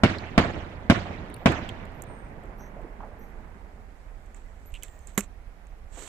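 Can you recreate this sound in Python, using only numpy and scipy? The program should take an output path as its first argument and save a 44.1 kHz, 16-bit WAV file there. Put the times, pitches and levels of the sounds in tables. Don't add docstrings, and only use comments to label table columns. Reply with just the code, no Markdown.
import sys
import numpy as np
from scipy import signal
from scipy.fft import rfft, irfft, next_fast_len
from scipy.io import wavfile
from scipy.ndimage import uniform_filter1d

SR = 44100
rng = np.random.default_rng(int(sys.argv[2]) if len(sys.argv) > 2 else 0)


def boost(x):
    u = np.asarray(x, float) / 20
    return 10 ** u


def unload_audio(sound):
    columns = np.transpose(np.atleast_2d(sound))
    steps = np.round(np.clip(columns, -1, 1) * 32767)
    wavfile.write(sys.argv[1], SR, steps.astype(np.int16))


N = 268110
SPLIT = np.array([[0.5], [-0.5]])

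# frequency_hz, density_db
HUM_SPECTRUM = [(8.8, -26), (15, -2.5), (38, 2.5), (95, -13.5), (114, -27), (130, -21.5), (170, -45),
                (290, -120)]
ROLL_SPECTRUM = [(59, -31.5), (100, -4.5), (216, -1.5), (309, -8.5), (409, -5.5), (973, -10), (1110, -14.5),
                 (1970, -17.5), (5000, -52.5), (6500, -77), (11000, -120)]
HISS_SPECTRUM = [(60, -41), (110, -18.5), (170, -6.5), (320, -13), (700, -9.5), (1000, -15), (2200, -18.5),
                 (2800, -26.5), (4000, -30), (8000, -36), (13500, -40), (16000, -46.5)]
# frequency_hz, correlation (no unit)
PORT_LIKENESS = [(60, 0.81), (150, 0.95), (380, 0.89), (950, 0.049), (2380, -0.071), (5980, -0.13),
                 (15000, 0.19)]
# frequency_hz, difference_db
FAR_PAN = [(60, -9), (130, -4), (290, -4.5), (640, -3.5), (1400, -7.5), (2400, -8), (4400, -1.5),
           (7500, -8.5), (10300, 6.5), (15000, 0)]
NEAR_PAN = [(60, -26), (200, -3), (700, -6), (1300, -3.5), (2400, -22), (4400, -9), (5400, -7), (6400, -29),
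            (7600, -27), (8800, -22), (9800, -7.5), (12000, -17), (15000, -19)]
# start_s, peak_db, pitch_hz
POPS = [(1.297, -32.5, 302), (1.411, -34, 700), (2.099, -34, 646), (2.444, -32, 380), (2.606, -35.5, 820),
        (2.765, -31.5, 571), (2.79, -31.5, 560), (2.842, -33, 373), (3.003, -30.5, 960), (3.03, -30, 716),
        (3.115, -38, 597), (5.972, -32.5, 450), (6.015, -39, 350)]
# start_s, length_s, pitch_hz, level_db
SQUEAKS = [(1.33, 0.17, 13800, -78), (1.35, .18, 15000, -83), (1.566, 0.12, 13800, -84),
           (1.94, .07, 12250, -77), (4.654, 0.051, 11870, -60.5), (4.834, 0.14, 7400, -70),
           (4.885, .045, 8460, -75), (4.93, .055, 6700, -77), (4.944, .045, 8000, -79),
           (5.002, .07, 8620, -77), (5, 0.079, 6200, -77), (4.998, .03, 7200, -75), (5.1, .04, 7900, -75),
           (5.138, 0.033, 11920, -71), (5.147, 0.033, 6300, -72)]
# start_s, length_s, pitch_hz, level_db, glide_hz_per_s
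SLIDES = [
    (2.059, 0.25, 8700, -70, -780),
    (4.447, 0.13, 2020, -74, -480),
    (4.83, .34, 14650, -81, 1030),
    (4.862, 0.26, 1935, -70, -680),
]
# late_s, length_s, pitch_hz, level_db
HINGE_PARTIALS = [(0, 0.14, 12230, -72), (0.015, 0.14, 5800, -70.5), (0.026, .135, 6290, -70)]
# start_s, low_partials_db, low_length_share (no unit)
HINGE_TURNS = [
    (2.571, 1.5, 0.74),
    (3.181, -9, .6),
]
# start_s, peak_db, case_db, left_minus_right_db
STRAP_TICKS = [(1.2994, -49.5, 1, 15), (1.364, -46.5, -1, 18), (1.5204, -37.5, -9, -9),
               (1.8532, -50.5, 0, -18), (1.92, -60, 3, -8), (2.021, -28.5, -31, -26),
               (2.0375, -45, -15, -18), (2.4359, -55, -2, -8), (2.4548, -58, -6.5, -10),
               (2.8155, -58, -2, -2.5), (3.0494, -62, -7, -2.5), (4.8333, -23.5, -18.5, -13)]
# start_s, peak_db, case_db, left_minus_right_db
PALM_CREAKS = [
    (4.2607, -53, -12, -14),
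    (4.345, -42, -10, -22),
    (4.365, -51, -23, -19),
    (4.658, -50, -16, -12),
    (4.7202, -52, -8, -13),
    (4.9901, -43, -22, -16),
    (5.0712, -33, -26, -16),
    (5.2064, -19, -17.5, -26),
    (5.669, -50, -9, -15),
]
# start_s, peak_db, pitch_hz, lid_db, left_minus_right_db
LID_KNOCKS = [
    (0.184, -46, 4370, 11, -17),
    (1.3411, -32.5, 4000, -14, 29),
    (1.6903, -37.5, 3000, 8.5, -14),
    (4.7398, -40, 2860, 1, -14),
    (4.824, -39, 3060, -3.5, -10),
    (4.8818, -45.5, 3010, -7, -10),
]
# full_s, level_db, rise_s, hold_s, fall_s
STROKES = [
    (4.364, -65, .02, 0.0065, .08),
    (4.788, -70, .15, 0.0083, .05),
    (4.836, -51.5, .003, 0, 0.074),
    (5.078, -61, .01, 0.015, .07),
    (5.207, -54.5, .005, 0.037, 0.033),
    (5.933, -59.5, .035, .2, .05),
    (5.98, -52, 0.091, .2, .05),
]
# frequency_hz, density_db
SKIN_SPECTRUM = [(90, -29.5), (180, -8), (420, -4.5), (700, -9), (2300, -8), (4300, -14), (5000, -23),
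                 (6200, -9), (8100, -1), (9000, -25.5), (11000, -24), (14000, -26.5), (16000, -60)]
# start_s, case_hz, knock_db, knock_t60_s, rasp_db, rasp_t60_s
CASE_SNAP = (5.1762, 202, -15.5, 0.085, -18.5, .07)
# frequency_hz, density_db
RASP_SPECTRUM = [(180, -22), (300, 3), (450, 2), (800, -3), (1400, -2.5), (2200, -2.5), (4000, -14),
                 (5200, -19.5), (6400, -4.5), (7600, 5.5), (8800, -11), (12500, -7.5), (16000, -26)]
# start_s, blast_db, push_ms, back_shock_ms
SHELLS = [
    (0.0353, 0, 1.67, 2.4),
    (0.3784, 0, 0.89, 2.3),
    (.899, 0.5, 1.2, 2.26),
    (1.4587, 0, 1.35, 2.37),
]
# delay_ms, level_db, bottom_hz, top_hz
BOUNCES = [(4.313, -1, 39, 560), (11.88, -3, 700, 2600), (13.22, -6.5, 32, 590), (22.18, -5.5, 115, 1100),
           (32.96, -16.5, 22, 270)]
# delay_s, level_change_db
WALLS = [(.063, 2.5), (.091, 1), (.15, -2.5), (.235, 0.5), (.27, -1.5)]
# frequency_hz, density_db
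SCATTER_SPECTRUM = [(18, -40), (50, -7.5), (90, 0.5), (138, -7), (266, -7), (473, -13), (684, -10),
                    (937, -16), (2060, -18), (3500, -25.5), (5590, -37), (7670, -42.5), (11100, -52.5),
                    (16000, -64)]
# frequency_hz, t60_s
AIR_DECAY = [(40, 15.3), (200, 3.6), (1000, 3), (3500, 3.1), (7500, 1.64), (9500, .3), (15000, 0.08)]


def unit(x):
    return x / np.sqrt(np.mean(x ** 2) + 1e-20)


def along(points, hz):
    f, v = np.transpose(points)
    return np.interp(np.log(hz + 1), np.log(f + 1), v)


def filtered(x, response):
    size = x.shape[-1]
    m = next_fast_len(size + min(size, 4096), True)
    return irfft(rfft(x, m) * response(np.fft.rfftfreq(m, 1 / SR)), m)[..., :size]


def peak(hz, centre_hz, width_hz):
    return 1j * hz * width_hz / (centre_hz ** 2 - hz ** 2 + 1j * hz * width_hz)


def panned(x, pan):
    return filtered(x, lambda hz: boost(along(pan, hz) * SPLIT))


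def add(track, sound, s):
    part = track[:, round(s * SR):][:, :sound.shape[1]]
    part += sound[:, :part.shape[1]]


def rush(spectrum, size, patchy_db, fade_db=lambda hz, t: 0):
    hz = np.fft.rfftfreq(512, 1 / SR)[:, None]
    t = np.arange(size // 256 + 2) * 256 / SR
    a, b, c, d, field = rng.standard_normal((5, len(hz), len(t)), dtype=np.float32)
    field = uniform_filter1d(uniform_filter1d(field, size=12, axis=0), size=3, axis=1)
    turn = np.arccos(np.clip(along(PORT_LIKENESS, hz), -1, 1)) / 2
    mid = (a + 1j * b) * np.cos(turn)
    side = (c + 1j * d) * np.sin(turn)
    z = np.array([mid + side, mid - side]) * boost(patchy_db * unit(field) + fade_db(hz, t))

    def colour(f):
        return boost(along(spectrum, f) + along(FAR_PAN, f) * SPLIT)

    both_ports = colour(np.linspace(0, SR / 2, num=8000)).mean(axis=0)
    scale = np.sqrt(np.mean(both_ports ** 2)) * 20
    noise = signal.istft(z, SR, nperseg=512)[1][:, :size]
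    return filtered(noise, colour) / scale


def night():
    t = np.arange(N) / SR
    late_db = -45 - 3.5 * np.maximum(t - 2.02, 0)
    late_db = late_db - 5 * np.clip((t - 3.46) / 0.44, 0, 1)
    hum = boost(-44) * rush(HUM_SPECTRUM, N, patchy_db=2.0)
    roll = boost(late_db) * rush(ROLL_SPECTRUM, N, patchy_db=1.5)
    hiss = boost(-58 + 0.1) * rush(HISS_SPECTRUM, N, patchy_db=1.14)
    return hum + roll + hiss


def far_pops():
    out, t = np.zeros((2, N)), np.arange(2600) / SR
    for s, db, hz in POPS:
        decay = boost(-60 * t / 0.032) + 0.44 * boost(-60 * t / 0.2)
        onset = 1 - np.exp(-t / 0.00091)
        puff = rng.standard_normal(len(t)) * decay * onset
        puff = filtered(puff, lambda f: peak(f, hz, 0.74 * hz) ** 2 / (1 + 1j * f / 1800) ** 2)
        add(out, boost(db - 4.0) * panned(puff / np.abs(puff).max(), FAR_PAN), s)
    return out


def squeaks():
    out = np.zeros((2, N))
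    rows = [(*row, 0) for row in SQUEAKS]
    for s, low_db, share in HINGE_TURNS:
        for late, long, hz, db in HINGE_PARTIALS:
            low = hz < 9000
            rows.append((s + late, long * (share if low else 1), hz, db + low_db * low, 0))
    for start, long, hz, db, glide in rows + SLIDES:
        u = np.linspace(0, 1, round(long * SR))
        waver = uniform_filter1d(rng.standard_normal((2, SR // 2)), size=150, axis=1)
        pitch_waver, level_waver = unit(waver)[:, :len(u)]
        tone = np.sin(2 * np.pi * np.cumsum(hz + glide * long * u + 45 * pitch_waver) / SR)
        level = boost(db + 8.0 + 3.4 * level_waver)
        swell = np.minimum(u / 0.14, 1) * (1 - 0.9 * u ** 0.9)
        side = boost([[-6], [3]] if start > 4.4 else [[0], [0]])
        add(out, side * tone * level * swell, start)
    return out


def rattle(count=5):
    rows = []
    for n, (a, b, c) in enumerate(rng.uniform(-0.84, 1, size=(count, 3))):
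        start_s = 4.75 + 0.0054 * (n + 0.19 * a)
        peak_db = -46.5 - 1.7 * n + 2.1 * b
        rows.append((start_s, peak_db, 2780 * (1 + 0.04 * c), 6, -5))
    return rows


def ticks():
    out, t = np.zeros((2, N)), np.arange(900) / SR
    case_hz, t60_s = 2360, 0.013
    rows = [(s, db, case_hz, *rest, -15.5) for s, db, *rest in STRAP_TICKS]
    rows += [(s, db, case_hz, *rest, -29) for s, db, *rest in PALM_CREAKS]
    rows += [(*row, -21.5) for row in LID_KNOCKS + rattle()]
    decay = boost(-60 * t / t60_s / np.array([[1], [1.8], [0.8]]))
    onset = 1 - np.exp(-t / 0.000216)
    for s, db, body_hz, body_db, pan_db, top_db in rows:
        burst = rng.standard_normal((3, len(t))) * decay * onset
        cavity_hz = 7500 if pan_db < 0 else 9200

        def modes(f):
            return np.array([peak(f, cavity_hz, 2200), peak(f, body_hz, 1150), peak(f, 11650, 5000)]) ** 3

        parts = filtered(burst, modes)
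        parts = parts / np.abs(parts).max(axis=1, keepdims=True)
        cavity, body, top = parts * boost([[db - 4.0], [db + body_db + 1.5], [db + top_db + 7.5]])
        wide = boost(SPLIT * pan_db - abs(pan_db) / 2 + min(abs(pan_db), 11) / 2)
        narrow = boost(SPLIT * np.clip(pan_db, -8, 8))
        add(out, wide * (cavity + top) + narrow * body, s)
    return out


def effort(t):
    total = (t > 3.3) * (t < 5.17) * boost(-88.5 + 9.5 * (t - 3.3))
    for s, db, rise, hold, fall in STROKES:
        before = (s - t) / (abs(rise) + 1e-4)
        after = (t - s - hold) / (abs(fall) + 1e-4)
        away = np.maximum(np.maximum(before, after), 0)
        total = total + boost(db - 30 * away)
    return total


def port_notch(f):
    return 1 - 0.9 * peak(f, 9700, 1400)


def shadow(x):
    return filtered(x, lambda f: boost(along(NEAR_PAN, f) * np.array([[1], [0]])))


def finger_rub():
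    noise = rng.standard_normal((2, N)) + 0.98 * rng.standard_normal(N)
    skin = unit(filtered(noise, lambda f: boost(along(SKIN_SPECTRUM, f)) * port_notch(f)))
    grain = boost(1.3 * unit(uniform_filter1d(rng.standard_normal(N), size=200)))
    return boost(6.0) * effort(np.arange(N) / SR) * grain * shadow(skin)


def case_snap():
    out, t = np.zeros((2, N)), np.arange(SR // 10) / SR
    s, hz, knock_db, knock_t60, rasp_db, rasp_t60 = CASE_SNAP
    swing = np.sin(2 * np.pi * hz * (t - 0.0008))
    overtone = 0.3 * np.sin(4 * np.pi * hz * t)
    knock = (swing + overtone) * boost(knock_db + 1.5 - 60 * t / knock_t60)
    noise = rng.standard_normal(len(t))
    rasp = unit(filtered(noise, lambda f: boost(along(RASP_SPECTRUM, f)) * port_notch(f)))
    rasp = rasp * (0.45 + 0.5 * np.abs(swing) + 0.25 * swing) * boost(rasp_db + 6 - 60 * t / rasp_t60)
    add(out, shadow(knock + rasp) * np.minimum(t / 0.0013, 1), s)
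    return out


def car_slivers(ms):
    sparse = rng.standard_normal((2, len(ms))) ** 3
    slivers = sparse * boost(-60 * ms / 70) * np.clip(ms / 1.54, 0, 1)
    colour = lambda hz: (peak(hz, 1550, 1470) + 0.12) / (1 + 1j * hz / 5500) ** 3
    return 0.16 * filtered(slivers, colour) * boost([[-2.5], [1.5]])


def half_wave(ms, long_ms, soft_ms):
    level = 0.5 + 0.75 * np.exp(-np.abs(ms) / 0.16)
    end = 1 + np.exp(np.clip((ms - long_ms) / soft_ms, -30, 30))
    return (ms >= 0) * level / end


def paths(hz):
    total = 1
    for delay_ms, db, bottom_hz, top_hz in BOUNCES:
        echo = boost(db) * np.exp(-2j * np.pi * hz * delay_ms / 1000)
        total = total + echo * 1j * hz / (bottom_hz + 1j * hz) / (1 + 1j * hz / top_hz)
    return total


def ports(hz):
    left = 1 + 0.3 * peak(hz, 2600, 900)
    right = 1 + 0.79 * peak(hz, 2290, 370)
    return np.array([left, right]) / (1 + 1j * hz / 5500) ** 3


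def roll_fade_db(hz, t):
    swells = sum(db * np.exp(-((t - delay) / 0.0099) ** 2) for delay, db in WALLS)
    return -17 * np.log10(1 + t / 0.012) - 60 * t / along(AIR_DECAY, hz) + swells


def shells():
    out, ms = np.zeros((2, N)), np.arange(SR // 10) / SR * 1000
    port_ms = ms - np.array([[0], [0.1]])
    roll_onset = np.clip(np.arange(2 * SR) / SR / 0.0035, 0, 1)
    for s, db, push_ms, back_ms in SHELLS:
        push = half_wave(port_ms, push_ms * np.array([[0.65], [1.1]]), 0.047)
        back_shock = half_wave(port_ms - back_ms, 1.32, 0.14)
        blast = filtered(back_shock - push, lambda hz: paths(hz) * ports(hz))
        add(out, boost(db - 0.56) * (blast + car_slivers(ms)), s)
        roll = rush(SCATTER_SPECTRUM, size=2 * SR, patchy_db=3.0, fade_db=roll_fade_db)
        add(out, boost(db - 13.5) * roll * roll_onset, s)
    return out


def scene():
    return night() + far_pops() + squeaks() + ticks() + finger_rub() + case_snap() + shells()


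def low_pass(x):
    return signal.sosfilt(signal.butter(12, 16520, fs=SR, output="sos"), x)


def record(dry):
    clipped = dry / (1 + np.abs(dry / 1.18) ** 6) ** (1 / 6)
    mix = filtered(clipped, lambda hz: 1 / (1 + (hz / 15700) ** 60))
    return low_pass(mix)


dry = scene()
out = record(dry)
unload_audio(out)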